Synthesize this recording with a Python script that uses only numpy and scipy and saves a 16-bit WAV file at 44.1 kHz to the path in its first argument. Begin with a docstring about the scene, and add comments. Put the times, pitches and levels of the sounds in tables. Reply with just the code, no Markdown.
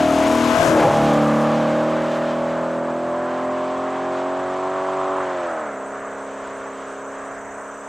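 """A V8 saloon with a loud exhaust comes from behind the microphone and passes close on its left at full throttle.
The engine note drops as it goes by, with torn blasts of gas and air, while tyres roar on coarse chip seal.
Down the country road the note climbs with the revs, then slides down into the next gear; crickets in the verge
come through as the car recedes. The engine is a sum of orders of its cycle, with noise ringing in the pipes;
the road is coloured noise that fades with distance, and each cricket is a whistle cut into wing strokes."""
import sys
import numpy as np
from scipy import signal
from scipy.fft import rfft, irfft, next_fast_len
from scipy.io import wavfile
from scipy.ndimage import uniform_filter1d

SR = 44100
rng = np.random.default_rng(int(sys.argv[2]) if len(sys.argv) > 2 else 0)


def unload_wav(signal):
    """Save mono or channel-first audio to the path in sys.argv[1] as 16-bit WAV at rate SR, clipped to [-1, 1]."""
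    wavfile.write(
        sys.argv[1],
        SR,
        np.round(np.clip(np.atleast_2d(signal).T, -1, 1) * 32767).astype(np.int16),
    )


N = 347508
T = np.arange(N) / SR  # time [s]

# the car's path: speed, the moment it is abreast of the microphone, its distance then
SPEED_M_S, PASS_S, KERB_M = 24.05, .768, 3.37
SOUND_M_S = 343
BARK_LAG_S = .25  # the bark and the road layers follow the engine's effort later than the boom


# side-on, within this stretch of road, the pipes boom less and bark more
SIDE_ON_AT_M, SIDE_ON_M, SIDE_ON_BOOM_DB, SIDE_ON_BARK_DB = -.5, 5.7, -2.7, 1.5
# just before that the body of the car screens the bark
SCREEN_AT_M, SCREEN_M, SCREEN_DB = -7.2, 3, -3.4
# turbulent share of the exhaust, and what it gains close by, side-on and in the gear change
RASP_DB, RASP_NEAR_DB, RASP_NEAR_M, RASP_SIDE_ON_DB, RASP_SHIFT_DB = -18.2, 4.5, 18, 7, 2
EXHAUST_PAN_SHARE = .46  # the exhaust swings across less than the tyres
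# pipe resonances that the turbulence rings: (centre [Hz], width [Hz], level [dB])
PIPE_RESONANCES = [(105, 45, -7), (168, 78, -4), (308, 78, -2), (410, 60, -5), (495, 110, -4),
                   (620, 104, -1), (823, 81, -8)]


def exhaust(cycle_hz, turn, along, shift, rasp_trim_db=-2, puff=0.48):
    """The engine note, and turbulent puffs at each firing that ring the pipes."""
    side_on = bump(along, SIDE_ON_AT_M, SIDE_ON_M, order=6)
    boom_db = carried("boom", along) + SIDE_ON_BOOM_DB * side_on
    bark_db = carried("bark", along, BARK_LAG_S) + SIDE_ON_BARK_DB * side_on
    bark_db = bark_db + SCREEN_DB * bump(along, SCREEN_AT_M, SCREEN_M)

    rough_db = RASP_DB + RASP_NEAR_DB * bump(along, 0, RASP_NEAR_M)
    rough_db = rough_db + RASP_SIDE_ON_DB * side_on + RASP_SHIFT_DB * np.sin(np.pi * shift)
    rough = np.clip(undb(rough_db), 0, .9)
    note = twin_pipes(engine_note(cycle_hz, turn, rough, boom_db, bark_db), along)

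    firings = np.cos(2 * np.pi * 8 * turn)  # eight to a cycle
    gas = rng.standard_normal(N) * (1 + puff * firings)
    rasp = 0
    for i, (hz, width, db) in enumerate(PIPE_RESONANCES):
        ring = resonate_twice(gas, hz, 2 * width)
        rasp = rasp + undb(db) * ring * (-1) ** i
    flow = np.hypot(undb(boom_db), undb(bark_db))
    rasp = unit(rasp) * rough * flow * undb(rasp_trim_db)

    pan_db = PAN_FAR_DB + EXHAUST_PAN_SHARE * swing(along)
    return ports(note + crackle(turn) + blasts(along, turn) + rasp, pan_db) * place(0, pan_db)


# engine speed at the car in the low gear: (time [s], cycles of all eight cylinders per second [Hz])
LOW_GEAR = [(0, 36.25), (4.45, 49.05), (4.75, 50.4), (5.13, 50.6)]
# engine speed at the car in the next gear: (time [s], cycles of all eight cylinders per second [Hz])
HIGHER_GEAR = [(5.75, 35.31), (5.92, 36.32), (6.8, 36.03), (7.88, 36.96)]
# the gear change: when the throttle lifts, how long the revs fall, and the power of time by which they fall
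LIFT_S, SHIFT_S, SHIFT_POWER = 5.131, .617, 1.9


def engine_speed(along):
    """Doppler-shifted cycle rate, and gear change progress 0-1: the revs climb, then fall into the next gear."""
    shift = np.clip((T - LIFT_S) / SHIFT_S, 0, 1) ** SHIFT_POWER
    hz = (1 - shift) * curves(LOW_GEAR)[0] + shift * curves(HIGHER_GEAR)[0]
    return hz * doppler(along), shift


# the tail pipes trail the middle of the car and pass nearer the microphone
PIPE_AFT_M, PIPE_KERB_M = .5, 2.5


def doppler(along):
    """Pitch heard over pitch sent, from the speed at which the tail pipes recede from the microphone."""
    past = along - PIPE_AFT_M
    return 1 / (1 + SPEED_M_S * past / np.hypot(past, PIPE_KERB_M) / SOUND_M_S)


# how far the pipes spread the orders in time, a row for each voice: (boom, bark [turns per order squared])
ORDER_SMEAR = [(.04, -.02), (-.05, -.06), (.085, -.23), (.185, -.125), (.185, -.075), (-.08, .085),
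               (-.185, -.22), (.18, -.065)]


def engine_note(cycle_hz, turn, rough, boom_db, bark_db, waver_db=.7, low_waver_db=.6, scatter=.17, churn=55):
    """Orders of the engine cycle; turbulence frays each one into a narrow band."""
    step, orders = 64, np.arange(1, 33)  # slow changes are worked out every 64 samples
    t, rough = T[::step], rough[::step]
    size = len(t)
    gains = order_gains(t, np.outer(orders, cycle_hz[::step]), boom_db[::step], bark_db[::step])
    crank, spin, out = np.exp(2j * np.pi * turn), 1, 0
    for k, gain in zip(orders, gains):
        spin = spin * crank
        shake = k / 16
        # the pipes delay the orders unequally, which sets how lumpy each cycle is
        smear = np.array(ORDER_SMEAR)[:, int(k >= 12)]
        delay = across_voices(t, np.unwrap(2 * np.pi * smear * k ** 2))
        # high orders waver most in the moving air
        phase = scatter * shake ** 2 * walk(14, size=size) - delay
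        waver = undb((low_waver_db + waver_db * shake) * walk(6, size=size))
        turbulence = walk(churn, size=size) + 1j * walk(churn, size=size)
        fray = rough * np.sqrt(shake / 2) * turbulence
        envelope = gain * waver * np.exp(1j * phase) * (np.sqrt(1 - rough ** 2) + fray)
        out = out + np.imag(spin * np.interp(T, t, envelope))
    return out


# voices of the engine, each a table of (order [multiple of the cycle rate], relative level [dB]):
# from ahead, closing in, tail on, from behind, then at low, middle and high revs, and in the next gear
AHEAD = [(2, -20.0), (3, -22.0), (4, -18.0), (5, -15.5), (6, -11.5), (7, -1.0), (8, -5.0), (9, -17.5),
         (10, -13.0), (11, -20.5), (12, -22.5), (13, -15.0), (14, -18.0), (16, 0.0), (17, -7.5), (18, -6.5),
         (21, -13.0), (22, -19.0), (23, -18.5), (24, -19.5), (25, -18.5), (26, -23.5)]
CLOSING = [(2, -19.0), (3, -16.5), (4, -16.0), (5, -14.5), (6, 0.0), (7, 0.0), (8, -0.5), (9, -17.5),
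           (10, -12.0), (11, -12.0), (12, -14.5), (13, -12.0), (14, -18), (15, -17), (16, -1.0),
           (17, -14.0), (18, -14.5), (21, -14.5), (23, -22.0), (24, -22.5), (25, -8.0), (26, -16.0)]
TAIL_ON = [(2, -21.5), (3, -19.5), (4, -4.5), (5, -13.0), (6, -1.0), (7, -7.5), (8, -2.5), (9, -6.0),
           (10, -14.5), (11, -12.0), (12, -19.5), (13, -8.0), (14, -6.5), (15, -10.0), (16, -4.0),
           (17, -10.0), (18, -2.0), (19, -12.5), (20, -10.5), (21, -9.0), (22, 0.0), (23, -12.0),
           (24, -17.0), (25, -21.0), (26, -15.0), (27, -17.0), (28, -22.5), (29, -22.5), (30, -10.5),
           (31, -16.0), (32, -21.5)]
BEHIND = [(2, -26.0), (3, -26.0), (4, -5.0), (5, -13.5), (6, 0.0), (7, -11.0), (8, -1.5), (9, -13.5),
          (10, -25.0), (11, -16.5), (12, -20.0), (13, -6.5), (14, -9.0), (15, -6.0), (16, -2.0), (17, -8),
          (18, -15.5), (20, -13.5), (21, -9.0), (22, -12.5), (23, -19.5), (24, -21.0), (26, -19.5),
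          (28, -26.0), (29, -21.0), (30, -16.0), (31, -18.5), (32, -14.5)]
LOW_REVS = [(2, -25.5), (3, -20.5), (4, -8.0), (5, -13.0), (6, 0), (7, -10), (8, -3.5), (9, -12), (10, -7),
            (12, -15.5), (13, -6.0), (14, 0.0), (15, -1.5), (16, 0), (17, -7), (18, -14.5), (19, -24.5),
            (20, -11.0), (21, -12.0), (22, -15.0), (23, -17.5), (24, -22.5)]
MID_REVS = [(1, -41), (2, -28.5), (3, -19.5), (4, -17.5), (5, -16), (6, -2.5), (7, -19.5), (8, -5),
            (9, -5.5), (10, -16.5), (11, -18), (12, -8), (13, -12), (14, 1.5), (15, -14), (16, -9),
            (17, -6), (18, -10), (19, -24), (20, -14), (21, -15), (22, -19.5), (23, -17), (24, -11),
            (25, -18), (26, -18), (27, -24), (28, -21)]
HIGH_REVS = [(1, -37), (2, -29), (3, -19), (4, -19.5), (5, -20.5), (6, -6), (7, -22), (8, 0), (9, -14),
             (10, -11), (11, -14.5), (12, -1.5), (13, -8.5), (14, 0), (15, -20.5), (16, -2.5), (17, -7),
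             (18, -10.5), (19, -14), (20, -8.5), (21, -12.5), (22, -7), (23, -13), (24, -11), (25, -12),
             (26, -20), (27, -22), (28, -18)]
NEXT_GEAR = [(1, -25), (2, -26), (3, -30), (4, -19), (5, -25), (6, -8), (7, -15), (8, -1.5), (9, -21),
             (10, -10), (11, -23), (12, 0.5), (13, -6), (14, -3), (15, -9.5), (16, -2.5), (17, -4.5),
             (18, 1.5), (19, -4.5), (20, 0), (22, -5)]
# bands of the note that sing out or sink as the car turns its side and tail, draws away and changes gear:
# (time of centre [s], length [s], centre [Hz], width [Hz], boost [dB])
FLARES = [(.03, 0.11, 696, 28, 3), (.59, .05, 680, 20, 17), (.67, .04, 630, 18, 7), (.71, .06, 595, 20, 15),
          (.66, .15, 715, 18, -12), (.76, .04, 470, 18, 15), (.77, .03, 315, 20, 5),
          (.67, .04, 320, 25, -7), (.86, .04, 300, 20, -5), (.825, .03, 830, 24, 8),
          (.875, .025, 555, 20, 9), (.925, .05, 585, 20, 9), (1.01, .11, 815, 20, 4),
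          (1.02, .05, 665, 18, 4), (2.3, .12, 520, 15, -5), (2.7, .15, 535, 15, 7), (3.55, .4, 1045, 35, 6),
          (5.42, .15, 1080, 250, -8), (5.45, .12, 625, 25, 7), (5.6, .1, 605, 40, 10),
          (5.56, .1, 505, 25, -7), (5.6, .2, 215, 40, 4)]


def order_gains(t, hz, boom_db, bark_db, split_hz=430):
    """Strength of each order: the voice of the moment, its flaring bands, and the loudness of boom and bark."""
    tables = (AHEAD, CLOSING, TAIL_ON, BEHIND, LOW_REVS, MID_REVS, HIGH_REVS, NEXT_GEAR)
    voices = [{round(k): db for k, db in table} for table in tables]
    # orders missing from a voice stay at -38 dB
    db = np.array([across_voices(t, [v.get(k + 1, -38) for v in voices]) for k in range(len(hz))])
    for s, length, centre, width, boost in FLARES:
        db = db + boost * np.exp(-((t - s) / length) ** 2) / (1 + ((hz - centre) / width) ** 2)
    upper = 1 / (1 + (split_hz / hz) ** 12)
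    gains = 0
    for share, level_db in ((1 - upper, boom_db), (upper, bark_db)):
        part = undb(db) * share
        # the level is that of the orders below 800 Hz
        rms = np.sqrt(np.sum(part ** 2 * (hz < 800), axis=0) / 2)
        gains = gains + part * undb(level_db) / rms
    return gains


# when each voice holds: (from [s], to [s])
VOICE_SPANS = [(0, .2), (.33, .52), (.86, 1.06), (1.2, 1.5), (1.95, 2.65), (3.25, 3.95), (4.7, 5.25),
               (5.75, 7.8)]


def across_voices(t, values):
    """One value for each voice, held through its span and blended between spans."""
    return np.interp(t, np.ravel(VOICE_SPANS), np.repeat(values, 2))


# the two tail pipes: their spacing, how strongly the far one is heard, and within what stretch of road
PIPE_GAP_M, FAR_PIPE_SHARE, FAR_PIPE_REACH_M = .97, .7, 6


def twin_pipes(note, along, boom_hz=420):
    """The far pipe's boom arrives later than the near one's, so low orders cancel and return as the car sweeps by."""
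    lag_s = PIPE_GAP_M * KERB_M / np.hypot(along, KERB_M) / SOUND_M_S
    share = FAR_PIPE_SHARE * bump(along, 0, FAR_PIPE_REACH_M, order=4)
    boom = signal.sosfiltfilt(signal.butter(6, boom_hz, fs=SR, output="sos"), note)
    both = boom + share * np.interp(T - lag_s, T, boom)
    return note - boom + both / np.hypot(1, share)


# hard rasp that tears out once a cycle under load and dies away after the lift: (time [s], level [dB])
CRACKLE = [(0, -35), (1.2, -32), (2.3, -39), (3.1, -41), (3.6, -37), (4.3, -36), (4.8, -31.5), (5.2, -29.5),
           (5.33, -42), (5.7, -55)]
CRACKLE_HZ, CRACKLE_WIDTH_HZ, CRACKLE_FOCUS = 1060, 420, .75


def crackle(turn):
    """One hard burst of gas in each engine cycle, ringing the tail pipes briefly."""
    ring = resonate_twice(rng.standard_normal(N), CRACKLE_HZ, CRACKLE_WIDTH_HZ)
    # squashed to bursts of much the same strength
    even = resonate(np.tanh(unit(ring)), CRACKLE_HZ, 2 * CRACKLE_WIDTH_HZ)
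    once_a_cycle = np.exp(CRACKLE_FOCUS * np.cos(2 * np.pi * turn))
    return unit(even * once_a_cycle) * undb(curves(CRACKLE)[0])


# torn blasts of gas and air as the car sweeps past the microphone:
# (time of centre [s], length [s], centre at the source [Hz], width [Hz], level [dB])
BLASTS = [(.61, .03, 115, 50, -29), (.61, .055, 610, 50, -22), (.67, .045, 620, 45, -19.5),
          (.72, .1, 390, 170, -27), (.76, .03, 560, 70, -23), (.69, .02, 130, 50, -25),
          (.82, .05, 1850, 700, -29), (.835, .025, 470, 90, -21), (.875, .025, 540, 70, -20.5),
          (.86, .04, 155, 30, -26), (.92, .1, 1000, 280, -28)]


def blasts(along, turn, throb=.6):
    """Short roars of turbulence that throb with the engine cycle and swoop down with the Doppler shift."""
    sent_s = np.cumsum(doppler(along)) / SR
    out = 0
    for s, length, hz, width, db in BLASTS:
        band = unit(resonate_twice(rng.standard_normal(N), hz, 1.5 * width))
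        out = out + np.interp(sent_s, T, band) * undb(db) * bump(T, s, length)
    return out * unit(1 + throb * np.cos(2 * np.pi * turn))


# spectra of the road noise, each: (frequency [Hz], relative level [dB])
RUMBLE = [(15, -10.5), (38, 4), (60, 8), (125, 8.5), (180, -5.5), (400, -45.5)]
ROAR = [(80, -24.5), (200, -25.5), (400, -14.5), (750, -4.5), (1020, 1), (1300, -1), (1650, -4.3),
        (2100, -12.5), (3000, -29.5), (6000, -74)]
HISS = [(1200, -23), (2200, 2), (3200, -0.5), (4200, -6.5), (5200, -10.5), (8000, -17), (12000, -56)]
SIZZLE = [(3000, -10), (5000, 6), (6600, 10), (8000, 4.5), (9500, 2), (12000, -1.5), (13500, -10),
          (16000, -15)]
# tread roar along the same path: (time [s], level [dB])
TREAD = [(.5, -1), (1.2, -.3), (1.5, -1.3), (1.8, .2), (2.5, -1.3), (3.4, -1.5), (4.8, -2), (5.55, 1),
         (6.1, 0), (6.9, -.3), (7.88, .4)]
# treble of the road, which swells and fades far down it: (time [s], level [dB])
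TREBLE = [(1.3, 0), (1.85, -1.2), (2.15, 2.3), (2.5, -1.2), (2.95, -5), (3.3, -.5), (3.9, 1), (4.8, 2),
          (5.55, -.5), (5.85, -4), (6.3, -.5), (6.95, 3), (7.06, -2.5), (7.17, 2.5), (7.35, -2.5),
          (7.6, -4), (7.88, -1.5)]
# the tyres flick up wet grit further on: (time of centre [s], length [s], boost [dB])
SPLASHES = [(1.42, .025, 4), (2.17, .035, 6)]
# grit sprays from the tyres as they roll by: where along the road, over what stretch, how much louder
SPRAY_AT_M, SPRAY_M, SPRAY_DB = -2.8, 2.2, 5
# puffs of air on the microphone, the first from the car's wake: (time of centre [s], length [s], level [dB])
GUSTS = [(.8, .07, -46), (2.4, .25, -55), (3.75, .12, -59), (4.5, .13, -58), (5.1, .15, -59),
         (6.55, .15, -60), (7.4, .15, -55)]
BREEZE_DB = -64


def road(turn, along, throb=.08, grain_db=2.0, fading=0.17, absorb=.35, edge_hz=2000, edge_share=.5):
    """Pushed air, tread roar, hiss and a sizzle of grit; the roar throbs a little with the engine."""
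    layers = ("rumble", "roar", "hiss", "sizzle")
    air_db, tread_db, hiss_db, grit_db = (carried(layer, along, BARK_LAG_S) for layer in layers)
    treble_db, = curves(TREBLE)
    pan_db = PAN_FAR_DB + swing(along)
    far = T / T[-1]

    roar = noise(ROAR, width=.06)
    # over a longer path, moving air lets parts of the roar swell and fade on their own
    drift = sum(walk(8) * resonate(roar, hz, hz / 4) for hz in np.geomspace(750, 2000, 5))
    roar = roar + fading * np.sqrt(far) * drift
    # its upper edge swells and fades with the treble
    roar = roar + (undb(edge_share * treble_db) - 1) * resonate(roar, edge_hz, 800)
    beat = 1 + throb * np.cos(2 * np.pi * 3 * turn)  # three to a cycle
    tread_db = tread_db + curves(TREAD)[0] + .6 * walk(12)

    hiss = noise(HISS, width=.04)
    # distance takes the top off the hiss
    hiss = hiss - absorb * far ** 2 * resonate(hiss, 4600, 2000)

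    grit_db = grit_db + SPRAY_DB * bump(along, SPRAY_AT_M, SPRAY_M)
    grit_db = grit_db + sum(db * bump(T, s, length) for s, length, db in SPLASHES)
    wind = undb(BREEZE_DB) + sum(undb(db) * bump(T, s, length) for s, length, db in GUSTS)

    out = noise(RUMBLE, width=.22) * undb(air_db) + noise(RUMBLE, width=.8) * wind
    out += ports(roar, pan_db) * beat * place(tread_db, pan_db)
    out += hiss * place(hiss_db + treble_db + walk(20), pan_db)
    return out + noise(SIZZLE, width=.12) * undb(grit_db + grain_db * walk(500))


# how each layer of the car carries to the microphone, by name: (level within reach before effort [dB],
# where along the road [m], reach [m], fall per tenfold distance [dB], share of the effort)
CARRY = {"boom": (-17.5, 0, 16, 20.7, 1), "bark": (-20.5, -4, 55, 29.5, 1), "rumble": (-45, -5, 11, 30, 0),
         "roar": (-24.2, -.5, 4.6, 6.7, .45), "hiss": (-33.4, -5, 12, 16.6, .6),
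         "sizzle": (-37.8, -8, 14, 42, 0)}
# how hard the engine sounds, dropping at the lift: (time [s], level [dB])
EFFORT = [(0, 2.5), (.35, -.2), (1.3, 1), (2.45, -.7), (4.3, 2.4), (5.2, 5.2), (5.53, -1.4), (7.1, -2.1),
          (7.88, -4)]


def carried(layer, along, lag_s=0):
    """Level of a layer in dB: steady within its reach, falling beyond, and following the engine's effort."""
    db, at_m, reach_m, fall_db, share = CARRY[layer]
    effort_db = np.interp(T - lag_s, *np.transpose(EFFORT))
    distance = np.hypot(1, (along - at_m) / reach_m)
    return db - fall_db * np.log10(distance) + share * effort_db


# left minus right for the tyres: far down the road, added while still behind the microphone, added when abreast
PAN_FAR_DB, PAN_BEHIND_DB, PAN_ABREAST_DB = -.6, 5.7, 11.3
NOSE_M = 3.1  # the front tyres pass first


def swing(along):
    """How far the car is to the left, in dB: it comes from behind, is widest abreast and ends ahead."""
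    bearing = np.arctan2(KERB_M, along + NOSE_M)
    return PAN_BEHIND_DB * np.sin(bearing / 2) ** 2 + PAN_ABREAST_DB * np.sin(bearing) ** 2


# level of all the insects in the verge: (time [s], level [dB])
CHORUS = [(0, -57), (3, -57.5), (5, -54), (7.88, -51)]
# spectrum of the far insects: (frequency [Hz], relative level [dB])
CHORUS_COLOUR = [(3500, -38), (5300, -17), (5850, -1), (6700, 0), (7600, -1.5), (8200, 2), (8600, -10.5),
                 (9100, -39.5), (11000, -40), (11800, -21), (15700, -30)]
# nearer insects that call in strokes: (mean stroke rate [per second], time of one stroke [s], top pitch [Hz],
# fall [Hz], sounding share [0-1], where in the stroke the pitch tops [0-1], buzz [Hz], level in the chorus [dB])
CRICKETS = [(30, 6.89, 6220, 330, .55, .3, 35, -10.5), (14.9, 6.945, 7900, 500, .55, .45, 100, -4.5),
            (15.05, 6.915, 7260, 550, .45, .28, 65, -5.5), (31, 6.9, 7900, 500, .5, .35, 90, -7.5),
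            (2.89, 6.91, 8480, 60, .3, .5, 190, -14), (4.22, 6.9, 5550, 400, .22, .95, 20, -24),
            (4.8, 6.89, 6500, 250, .22, .9, 25, -18), (4.6, 6.85, 5870, 150, .2, .9, 25, -21),
            (2.1, 6.87, 4920, 30, .35, .5, 50, -25)]


def crickets(blur_db=-2.3, unsteady=.014, aside_db=3):
    """Wing strokes are short whistles, rising, arching or sagging with wing speed; far ones merge into a hiss."""
    out = noise(CHORUS_COLOUR, width=.35) * undb(blur_db)
    for i, (rate, s, hz, fall_hz, share, crest, buzz_hz, db) in enumerate(CRICKETS):
        strokes = np.cumsum(rate * (1 + unsteady * walk(5))) / SR
        stroke = (strokes - np.interp(s, T, strokes) + share / 2) % 1
        progress = np.minimum(stroke / share, 1)  # 1 is the silence after the stroke
        sag = ((progress - crest) / max(crest, 1 - crest)) ** 2
        pitch = hz - fall_hz * sag + buzz_hz * walk(600)
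        tone = np.sin(2 * np.pi * np.cumsum(pitch) / SR)
        whistle = np.sin(np.pi * progress) * tone * undb(walk(18) + .5 * walk(3))
        pan_db = np.full(N, aside_db * (-1) ** i)  # they sit to either side in turn
        out += ports(unit(whistle), pan_db) * place(db, pan_db)
    return out * undb(curves(CHORUS)[0])


def place(db, pan_db):
    """Left and right gains for a level and a direction."""
    return undb(db + np.array([pan_db, -pan_db]) / 2)


def ports(x, pan_db, lag_per_db=8e-6):
    """A source off to one side reaches the nearer microphone port a little earlier."""
    lead = lag_per_db * pan_db / 2
    left, right = np.broadcast_to(x, (2, N))
    return np.array([np.interp(T + lead, T, left), np.interp(T - lead, T, right)])


def noise(colour, width=.1):
    """Two channels of noise with a (Hz, dB) spectrum; width is the share that differs between them."""
    hz, db = np.transpose(colour)
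    size = next_fast_len(N, True)
    bins_hz = np.arange(size // 2 + 1) * SR / size
    gain = undb(np.interp(np.log(bins_hz + 1), np.log(hz), db))
    mid, side = irfft(rfft(rng.standard_normal((2, size))) * gain, size)[:, :N]
    return unit(mid + width * np.array([side, -side]))


def resonate(x, hz, width):
    """One resonance, gain 1 at its centre."""
    return signal.lfilter(*signal.iirpeak(hz, hz / width, fs=SR), x)


def resonate_twice(x, hz, width):
    """The same resonance twice over, for steeper skirts."""
    return resonate(resonate(x, hz, width), hz, width)


def walk(rate, size=N):
    """Smooth chance with a spread near 1, changing about rate times a second, on size points across the scene."""
    k = max(int(size / T[-1] / rate), 2)
    knots = rng.standard_normal(size // k + 2)
    line = np.interp(np.arange(size) / k, np.arange(len(knots)), knots)
    return 1.2 * uniform_filter1d(line, k // 2 + 1)


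def bump(x, centre, width, order=2):
    """1 at the centre, falling away over the width; a higher order gives a flatter top."""
    return np.exp(-np.abs((x - centre) / width) ** order)


def curves(table):
    """Each column of a time table, joined by straight lines."""
    s, *columns = np.transpose(table)
    return [np.interp(T, s, c) for c in columns]


def unit(x):
    """Scale to rms 1."""
    return x / np.sqrt(np.mean(x ** 2))


def undb(db):
    """Decibels to gain."""
    return 10 ** (np.asarray(db) / 20)


def scene():
    """The car on the road, with the insects beside it."""
    along = SPEED_M_S * (T - PASS_S)  # metres past the microphone
    cycle_hz, shift = engine_speed(along)
    turn = np.cumsum(cycle_hz * (1 + .0015 * walk(30))) / SR  # engine cycles, slightly uneven
    return exhaust(cycle_hz, turn, along, shift) + road(turn, along) + crickets()


TOP_HZ = 15700


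def record(dry, ceiling=.85, self_noise_db=-77):
    """The microphone's electronics add a faint hiss, round the highest peaks and cut the top."""
    heard = ceiling * np.tanh(dry / ceiling) + undb(self_noise_db) * rng.standard_normal(N)
    return signal.sosfilt(signal.ellip(8, .2, 80, TOP_HZ, fs=SR, output="sos"), heard)


dry = scene()
out = record(dry)
unload_wav(out)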